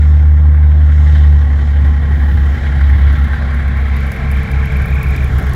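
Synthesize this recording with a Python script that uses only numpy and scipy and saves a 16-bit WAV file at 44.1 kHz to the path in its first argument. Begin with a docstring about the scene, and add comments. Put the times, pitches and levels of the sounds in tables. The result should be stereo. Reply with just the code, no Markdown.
"""A street corner, where a queue of six-cylinder diesel trucks creeps towards a small stereo microphone.
One engine slows with a strong exhaust drone. The near one clatters just above idle, its exhaust
beating against that drone, and a third idles behind. A belt chirps, loose chassis steel ticks,
brake air hisses and wind buffets the microphone ports."""
import sys
import numpy as np
from scipy import signal
from scipy.fft import rfft, irfft, next_fast_len
from scipy.io import wavfile
from scipy.ndimage import uniform_filter1d, map_coordinates

SR = 44100
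rng = np.random.default_rng(int(sys.argv[2]) if len(sys.argv) > 2 else 0)


def store_wav(level_fs):
    """Save 16-bit WAV to argv[1]."""
    pcm = np.round(np.clip(np.atleast_2d(level_fs), -1, 1) * 32767)
    wavfile.write(sys.argv[1], SR, pcm.T.astype(np.int16))


N = 244755
T = np.arange(N) / SR
APPROACH_DB = 1.0766 * T  # the near truck rolls closer
IDLE_HZ, PULL_S = 34.43, 3.964  # its idle firing rate, and when it pulls away

# Crank positions at the start, in firing cycles: drone engine, near engine.
START_CYCLES = (-.206, .23)
# The drone engine slowing. Each row: time in seconds, firing rate in Hz.
DRONE_FIRING = [(0, 74.3), (.793, 74.28), (1.189, 73.83), (1.586, 71.22), (1.982, 72), (2.379, 70.63),
                (2.775, 69.89), (3.171, 69.9), (3.568, 68.26), (3.964, 67.57), (5.55, 63.41)]
# The drone's fader. Each row: time in seconds, level in dB.
DRONE_FADER = [(0, -5.5), (1, -6), (1.37, -4.5), (1.45, -9), (1.6, -11), (1.8, -7.5), (2.02, -11),
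               (2.1, -9.5), (2.35, -11), (2.43, -7.5), (2.54, -11), (2.585, -21), (2.63, -13), (2.78, -12),
               (2.84, -6), (2.87, -9), (2.92, -6), (2.98, -12), (3.04, -6), (3.11, -7), (3.16, -15),
               (3.21, -9), (3.38, -16), (3.45, -13), (4, -15), (4.25, -17), (4.45, -16), (4.8, -15.5),
               (5.55, -15.9)]
# Exhaust partials as multiples of the firing rate, lead partial first. Rows: drone engine, near engine.
EXHAUST_ORDERS = [(1, 2, 3, 3 / 2, 5 / 3, 8 / 3), (2, 1, 3, 4, 5)]
# The drone's weaker partials. Each row: one partial's dB against the lead, evenly spaced in time.
DRONE_PARTIALS = [(-19, -17, -17.5, -21.5, -19, -21.5, -11, -8.5, -4),
                  (-47.5, -47, -44.5, -46, -36, -29, -14.5, -17.5, -21), (-36.5, -33, -18.5, -13),
                  (-33.5, -28, -29.5, -36.5), (-32, -38, -59, -28)]
def drone_exhaust():
    """Firing pulses in the pipe make a deep drone that sinks as the engine slows."""
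    firing_hz, = curves(DRONE_FIRING)
    level_db, = curves(DRONE_FADER)
    cycles = START_CYCLES[0] + np.cumsum(firing_hz) / SR
    return amp(level_db) * pipe(cycles, EXHAUST_ORDERS[0], DRONE_PARTIALS)


# The near pipe's weaker partials. Each row: one partial's dB against the lead, evenly spaced in time.
NEAR_PARTIALS = [(-4, -12.5, -8.5, -12.5), (-6.5, -5.5, -18, -25),
                 (-25, -19, -13.5, -10, -13.5, -6.5, -8.5, -7.5, -17), (-20.5, -29.5, -19, -20)]
def near_exhaust(cycles):
    """The near pipe's second order beats against the drone and swells under load."""
    load_db = 6.5 * np.clip((T - PULL_S) / .3, 0, 1)
    return amp(-30.5 + 1.25 * APPROACH_DB + load_db) * pipe(cycles, EXHAUST_ORDERS[1], NEAR_PARTIALS)


# Accents of the three firings in one crank turn, in dB.
CYLINDER_DB = [2.5, .5, -1.5]
# The engine bay swinging towards us. Each row: time in seconds, knock level in dB.
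BAY_FADER = [(0, -36), (.45, -39.5), (1.1, -35), (1.5, -37.5), (3.1, -30), (4.7, -31), (5.1, -32),
             (5.35, -30.5), (5.47, -30), (5.55, -29)]
# The engine block's resonances. Each row: pitch in Hz, width in Hz, level in dB.
BLOCK_MODES = [(1335, 141, 5), (1605, 126, 8.5), (1777, 166, 7.5), (2122, 304, 3.5), (3250, 60, -22)]
def near_engine():
    """Uneven firings knock the block and set the rhythm for every part of the near engine."""
    firing_hz = IDLE_HZ + 3.4 * (1 - np.exp(-np.maximum(T - PULL_S, 0) / 2.127))
    cycles = START_CYCLES[1] + np.cumsum(firing_hz) / SR
    firing = np.floor(cycles - .7).astype(int)
    scatter_db = .8 * rng.standard_normal(N // 1000)[firing + 1]
    strength = amp(np.array(CYLINDER_DB)[firing % 3] + scatter_db)
    blows = np.diff(firing, prepend=firing[0]) * strength
    knock = strength * burst(cycles, delay=.7, life=.33)
    bay_db, = curves(BAY_FADER)
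    clatter = amp(bay_db + .4 * wobble(7)) * stereo_noise(modes(BLOCK_MODES), .7 + knock)
    metal = clatter + valve_gear(cycles) + valve_cover(blows, knock)
    throb = 1 + .35 * knock
    return near_exhaust(cycles) + metal + roar(throb) + cooling_air(bay_db, throb) + belt(cycles)


# Tappet hits. Each row: firings between hits, offset in firings, pitch in Hz, t60 in seconds.
TAPPET_HITS = [(3, .95, 1620, .045), (3, 1.6, 1580, .04), (1, .7, 1370, .035), (1, .76, 1880, .05)]
# Their faders. Each row: one tappet's level in dB, evenly spaced in time.
TAPPET_FADERS = [(-39, -36, -31, -27, -24, -24, -19, -24, -25),
                 (-41, -37, -31, -24, -25, -29, -32, -23.5, -25.5),
                 (-48, -46, -44, -42, -39, -35, -31, -31, -31),
                 (-43, -38, -33, -30, -29, -33, -42, -44, -44)]
def valve_gear(cycles):
    """Sharp metal knocks tied to the crank; each differs a little in weight, pitch and timing."""
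    out = np.zeros((2, N + SR // 20))
    for (every, offset, hz, t60), fader in zip(TAPPET_HITS, TAPPET_FADERS):
        hits = np.flatnonzero(np.diff(np.floor((cycles - offset) / every)))
        lead = np.exp(.5j * along(LEFT_LEAD, hz) * np.array([[1], [-1]]))
        for at, db in zip(hits, ride(fader)[hits]):
            weight, detune, late_ms = rng.standard_normal(3)
            ring = amp(db + 2.2 * weight) * ping(hz * (1 + .03 * detune), t60, rise=.003)
            at += int(abs(late_ms) * SR / 1000)
            out[:, at:at + len(ring)] += (ring * lead).imag[:, :out.shape[1] - at]
    return out[:, :N]


# The valve cover's resonances. Each row: pitch in Hz, width in Hz, level in dB.
COVER_MODES = [(1900, 36, 0), (830, 45, -5), (1760, 50, -12), (1090, 60, -19), (3080, 60, -15)]
# When the cover comes through: start, rise, hold and fall in seconds.
COVER_SWELL = (0.27, 0.83, 2.1, .6)
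def valve_cover(blows, knock):
    """Each firing rings the cover, which is 20 dB quieter while hidden."""
    level_db = -38.5 - 20 * (1 - swell(*COVER_SWELL))
    strikes = blows + .12 * knock * rng.standard_normal(N)
    return amp(level_db + wobble(8.4)) * unit(filtered(strikes, modes(COVER_MODES)))


# The running gear's tone. Each row: frequency in Hz, level in dB.
ROAR_EQ = [(60, -45.5), (100, -21.5), (150, -13), (240, -19), (330, -19), (450, -20.5), (640, -21.5),
           (810, -17.5), (950, -21.5), (1080, -17), (1300, -24.5), (1900, -61.5)]
def roar(throb):
    """The running gear roars in time with the firings, louder as the truck nears."""
    return amp(-35.5 + APPROACH_DB + .69 * wobble(12)) * stereo_noise(colour(ROAR_EQ), throb)


# The cooling air's tone. Each row: frequency in Hz, level in dB.
COOLING_EQ = [(2300, -24.5), (2600, -4.5), (2900, -1.5), (3100, 2.5), (3450, 1), (3800, -1), (4050, -4.5),
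              (4500, -10), (7900, -27), (12000, -48.5)]
def cooling_air(bay_db, throb):
    """A bright, pulsing rush from the engine bay; brake puffs add a rasp in the same band."""
    _, rasp, _ = air_flow()
    return (amp(bay_db - 11.5) + rasp) * amp(1.1 * wobble(9.3)) * stereo_noise(colour(COOLING_EQ), throb)


# The third engine. Each row: multiple of the firing rate, then levels in dB evenly spaced in time.
IDLE_PARTIALS = [(2, -40, -38, -33, -32, -34, -38, -40), (3, -40, -30, -28, -28, -28, -33, -40),
                 (4, -35, -34, -32, -24, -29, -33, -37)]
def idling_exhaust(firing_hz=20.04):
    """The truck behind hums at a steady pitch, its partials wavering in level."""
    cycles = .265 + firing_hz * T
    return spread(sum(amp(ride(fader) + wobble(1.7)) * np.exp(2j * np.pi * order * cycles)
                      for order, *fader in IDLE_PARTIALS))


# The drone engine's fan. 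Each row: time in seconds, blade tone in Hz, its level in dB, its octave's in dB.
FAN_TONES = [(0, 249, -36.5, -47), (1.2, 247.3, -35.5, -47), (1.6, 238.6, -35, -46.5),
             (2, 241.2, -33.5, -46.5), (2.4, 236.6, -34, -48), (3.2, 234.2, -34.5, -50.5),
             (3.7, 230.5, -34, -47), (4.06, 226.5, -35, -43), (4.45, 223.8, -36, -39.5),
             (4.9, 219, -42, -39.5), (5.2, 216, -50, -40), (5.55, 215.5, -45, -40)]
def fan():
    """Passing blades make a slightly unsteady tone and its octave."""
    blade_hz, *levels = curves(FAN_TONES)
    phase = 2 * np.pi * np.cumsum(blade_hz) / SR
    return sum(np.sqrt(2) * amp(db + 1.3 * wobble(9)) * np.cos(k * phase + .4 * wobble(18))
               for k, db in enumerate(levels, 1))


# When the belt slips: start, rise, hold and fall in seconds.
BELT_SWELL = (3.3, .65, 1.2, .2)
def belt(cycles):
    """The belt slips at each torque pulse: a rough squeak that drops in pitch."""
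    elapsed = T - BELT_SWELL[0]
    slip = burst(cycles + .02 * wobble(30), delay=.4, life=.2) * amp(1.2 * wobble(30))
    centre_hz = np.minimum(2110 + 115 * elapsed, 2320)
    glide_hz = centre_hz - 105 * np.tanh(((cycles - .4) % 1 - .27) / .08)
    jitter = .32 * np.cumsum([wobble(60), wobble(130)], axis=0)  # left, right
    squeak = unit(slip * np.cos(2 * np.pi * np.cumsum(glide_hz) / SR + jitter))
    rough = stereo_noise(modes([(2294, 130, 0), (2690, 130, -9)]), .2 + slip)
    return swell(*BELT_SWELL) * amp(-38.5 + 4 * elapsed) * unit(squeak + .6 * rough)


# Chassis ticks. Each row: start in seconds, level in dB, ring pitch in Hz, low click's trim in dB.
TICK_CUES = [(2.7576, -47, 10800, -1.5), (2.8958, -45.5, 10860, -6.5), (2.9841, -49.5, 10400, -7.5),
             (3.0694, -49.5, 11600, -6.5), (3.1283, -39, 10700, -12), (3.184, -45, 10200, -9),
             (3.242, -39.5, 10700, -7), (3.2829, -44, 10700, -8.5), (3.3243, -43.5, 10800, -9.5),
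             (3.3463, -47, 10200, -8), (3.545, -40.5, 10800, -7), (3.6802, -40.5, 10570, -8.5),
             (3.7708, -42.5, 10700, -7), (3.9646, -34, 10500, -8.5), (4.005, -41, 11400, -9.5),
             (4.0652, -38.5, 10800, -11), (4.117, -30, 10800, -5.5), (4.1348, -43, 11500, -9),
             (4.1612, -37.5, 10800, -11.5), (4.3138, -28, 10600, -9.5), (4.3413, -43, 11300, -12),
             (4.367, -38.5, 10800, -16.5), (4.3934, -44.5, 10800, -2.5), (4.431, -33, 10900, -14),
             (4.5148, -33.5, 11100, -4.5), (4.5972, -45.5, 10800, -9), (4.6553, -35, 11400, -9.5),
             (4.7202, -42, 11300, 0), (4.7667, -31, 11300, -16.5), (4.818, -35, 11000, -10),
             (4.8563, -29.5, 13640, -13.5), (4.8788, -40, 11500, -13.5), (4.9028, -39.5, 12100, -14),
             (4.944, -37, 13550, -12.5), (5.029, -25, 11500, -10), (5.0669, -39, 11700, -8),
             (5.0854, -40, 11200, -8), (5.1071, -38, 11300, -9), (5.1617, -31.5, 11900, -2),
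             (5.2425, -31.5, 10400, -9.5), (5.384, -28, 11500, -11.5), (5.3944, -35.5, 12700, -7),
             (5.4248, -35, 11600, -11.5), (5.4665, -38.5, 11500, -5), (5.4934, -36.5, 10300, -6),
             (5.5334, -30, 11400, -4)]
# Resonances of the small steel parts. Each row: pitch in Hz, width in Hz, level in dB.
STEEL_MODES = [(10750, 3200, -8), (12050, 400, -3.5), (12100, 500, -6.5), (13500, 1200, -8.5),
               (14400, 1600, -11.5)]
def chassis():
    """Loose steel ticks, each a bright scrape, a lower click and a ring; faint ticks fill in."""
    scrapes, clicks, rings = np.zeros(N), np.zeros(N), np.zeros(N + SR // 20)
    for start, db, hz, click_db in TICK_CUES:
        at = round(start * SR)
        scrapes[at] = amp(db - 10)
        clicks[at] = amp(db + click_db - 4.5)
        rings[at:at + SR // 20] += amp(db - 6) * ping(hz, t60=.022, rise=.001).imag
    when, faintness = rng.random((2, 700))
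    at = (when * N).astype(int)
    _, _, sizzle = air_flow()
    scrapes[at] += sizzle[at] * amp(-.5 - 2.5 * np.log(faintness + .043))
    t = np.arange(SR // 10) / SR
    decay = amp(-60 * t / .015) + amp(-26 - 60 * t / .07)  # snap plus a quiet tail
    shape = (1 - np.exp(-t / .0025)) * decay
    scrapes, clicks = signal.fftconvolve([scrapes, clicks], shape[None] / shape.max(), axes=1)[:, :N]
    noise = rng.standard_normal((2, N)) + .38 * rng.standard_normal((2, 2, N))
    # small parts carry little below their rings
    thin = keep_power(lambda f: modes(STEEL_MODES)(f) / (1 + (9900 / (f + 1)) ** 14))
    low = keep_power(modes([(4720, 430, 2), (7330, 5200, -7)]))
    return rings[:N] + filtered(scrapes * noise[:, 0], thin) + filtered(clicks * noise[:, 1], low)


# Brake puffs. Each row: start, rise, hold and fall in seconds, hiss level in dB, rasp level in dB.
PUFF_CUES = [(0, 0.013, 0.091, 0.45, -62, -66), (.58, 0.49, .08, 0.78, -54, -48.5),
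             (1.289, 0.33, 0.51, .3, -66.5, -61), (2.06, 0.49, 0.092, 0.18, -57.5, -53.5),
             (3.615, 0.33, 0.89, 0.28, -62.5, -77), (4.628, 0.48, 0.4, 0.074, -55.5, -85)]
def air_flow():
    """Gains of the brake hiss, the rasp below it and the sizzle above: puffs over a steady bleed."""
    hiss, rasp = sum(swell(*shape) ** 2 * amp([[db], [rasp_db]]) for *shape, db, rasp_db in PUFF_CUES)
    bleed = amp(-64 + .21 * APPROACH_DB)
    sizzle = amp(-82.5 + 3.33 * APPROACH_DB) + amp(-17.5) * hiss
    return bleed + hiss, rasp, sizzle


# The brake hiss's tone. Each row: frequency in Hz, level in dB.
LEAK_EQ = [(4300, -30), (4800, -8), (5200, -5), (5450, 1), (5750, -6), (6500, -4), (7800, -9), (9500, -30)]
def brake_air():
    """Air bleeds from the brake lines, with a finer sizzle on top."""
    hiss, _, sizzle = air_flow()
    leak = hiss * amp(1.1 * wobble(17)) * stereo_noise(colour(LEAK_EQ))
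    return leak + sizzle * amp(1.2 * wobble(16)) * stereo_noise(modes(STEEL_MODES))


# The wind's rumble. Each row: frequency in Hz, level in dB.
WIND_EQ = [(15, -26), (35, -6), (55, -5), (90, 0), (125, -2), (200, -11), (300, -22), (400, -35),
           (600, -50)]
# Gusts. Each row: start, rise, hold and fall in seconds, level in dB.
GUST_CUES = [(1.617, 0.2, 0.46, 0.082, -30), (2.097, 0.085, 0.367, 0.098, -22),
             (2.687, 0.15, 0.36, 0.13, -23), (3.2, 0.079, 0.55, 0.56, -42), (5.09, 0.16, 0.2, .1, -25)]
def wind():
    """Lumpy pressure, partly shared by the two ports; gusts are rougher than the breeze above 250 Hz."""
    lumps = amp(1.8 * np.array([wobble(15) for _ in range(3)]))
    shared, left, right = filtered(lumps * rng.standard_normal((3, N)), colour(WIND_EQ))
    breeze = unit(np.array([shared + .56 * left, shared + .54 * right]))
    rough = unit(filtered(breeze, lambda f: 1 + (f / 250) ** 2))
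    return amp(-25.5) * breeze + sum(amp(db) * swell(*shape) for *shape, db in GUST_CUES) * rough


def pipe(cycles, orders, faders):
    """An exhaust tone: a lead partial and weaker ones that waver."""
    tone = np.exp(2j * np.pi * orders[0] * cycles)
    for order, fader in zip(orders[1:], faders):
        polarity = -1 if order == 4 else 1  # the near pipe turns its fourth order over
        tone += polarity * amp(ride(fader) + .9 * wobble(5)) * np.exp(2j * np.pi * order * cycles)
    return spread(tone)


def spread(tone):
    """A complex tone in stereo, a touch louder and earlier on the left."""
    side = np.array([[1], [-1]])
    return -np.sqrt(2) * (tone * amp(.35 * side) * np.exp(.1j * side)).real


# Stereo width. Each row: frequency in Hz, left-right likeness from 0 to 1.
LIKENESS = [(60, .95), (500, .88), (1000, .8), (2000, .7), (3200, .45), (6000, .3), (9000, .8)]
# Stereo placement. 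Each row: frequency in Hz, the left port's phase lead in radians.
LEFT_LEAD = [(700, 0), (1200, .4), (2300, .8), (3000, 1.4), (4500, .8), (9000, 0)]
def stereo_noise(response, gate=1):
    """Gated noise through a response, partly alike at the two ports, rms 1."""
    size = next_fast_len(N + SR // 10)
    hz = np.fft.rfftfreq(size, 1 / SR)
    alike = np.clip(along(LIKENESS, hz), 0, 1)
    lead = np.exp(.5j * along(LEFT_LEAD, hz))
    mid, side = rfft(gate * patchy(depth_db=1.9), size) * response(hz) * np.sqrt([1 + alike, 1 - alike])
    return unit(irfft([mid * lead + side, mid / lead - side], size)[:, :N])


def patchy(depth_db):
    """Two noises whose gain varies in small patches of time and frequency."""
    spectra = signal.stft(rng.standard_normal((2, N)), nperseg=512)[2]
    patches = uniform_filter1d(rng.standard_normal(spectra.shape[1:]), size=2, axis=0)
    patches = uniform_filter1d(patches, size=8, axis=1)
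    return signal.istft(spectra * amp(depth_db * unit(patches)), nperseg=512)[1][:, :N]


def burst(cycles, delay, life):
    """A quick rise and decay once per cycle; delay and life in cycles."""
    age = (cycles - delay) % 1 / life
    return age * np.exp(1 - age)


def ping(hz, t60, rise):
    """A short damped ring, as a complex tone."""
    t = np.arange(SR // 20) / SR
    return (1 - np.exp(-t / rise)) * amp(-60 * t / t60) * np.exp(2j * np.pi * hz * t)


def swell(start, rise, hold, fall):
    """A fade from 0 to 1 and back."""
    return np.interp(T, start + np.cumsum([0, rise, hold, fall]), [0, 1, 1, 0])


def ride(fader):
    """A fader move through values evenly spaced over the scene."""
    return np.interp(T, np.linspace(0, T[-1], len(fader)), fader)


def curves(rows):
    """One value per sample for each column after the time."""
    times, *columns = np.transpose(rows)
    return [np.interp(T, times, column) for column in columns]


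def wobble(rate):
    """A smooth random curve, rate knots a second."""
    coarse = T[::128]
    knots = rng.standard_normal(int(N * rate / SR) + 4)
    return np.interp(T, coarse, map_coordinates(knots, [coarse * rate]))


def filtered(x, response):
    """x through a complex frequency response."""
    size = next_fast_len(N + SR // 4)
    return irfft(rfft(x, size) * response(np.fft.rfftfreq(size, 1 / SR)), size)[..., :N]


def modes(table):
    """The response of a set of resonances, alternating in polarity."""
    return lambda f: sum((-1) ** k * amp(db) * 1j * f * width / (hz * hz - f * f + 1j * f * width)
                         for k, (hz, width, db) in enumerate(table))


def colour(eq):
    """The response of an EQ curve, shut beyond its ends."""
    return lambda hz: amp(along(eq, hz, outside=-120))


def keep_power(response):
    """A response scaled to keep the power of white noise."""
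    return lambda f: response(f) / np.sqrt(np.mean(np.abs(response(f)) ** 2))


def along(points, hz, outside=None):
    """Read (Hz, value) points on a log axis."""
    freqs, values = np.transpose(points)
    return np.interp(np.log(hz + 1), np.log(freqs + 1), values, outside, outside)


def amp(db):
    """Decibels to gain."""
    return 10 ** (np.asarray(db) / 20)


def unit(x):
    """x at rms 1."""
    return x / np.sqrt(np.mean(x ** 2) + 1e-20)


def scene():
    """All sources at the two ports."""
    return drone_exhaust() + near_engine() + idling_exhaust() + fan() + chassis() + brake_air() + wind()


# Hollows of the microphone housing. Each row: centre in Hz, width in Hz, depth from 0 to 1.
HOUSING_DIPS = [(935, 110, .62), (1250, 130, .48)]
def record(dry):
    """The housing scoops two narrow bands, the input saturates near full scale, the very top is cut."""
    housing = lambda f: 1 - sum(depth * modes([(hz, width, 0)])(f) for hz, width, depth in HOUSING_DIPS)
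    heard = filtered(dry, housing)
    saturated = heard / (1 + np.abs(heard / .95) ** 8) ** (1 / 8)
    return filtered(saturated, lambda hz: hz < 15810)


dry = scene()
out = record(dry)
store_wav(out)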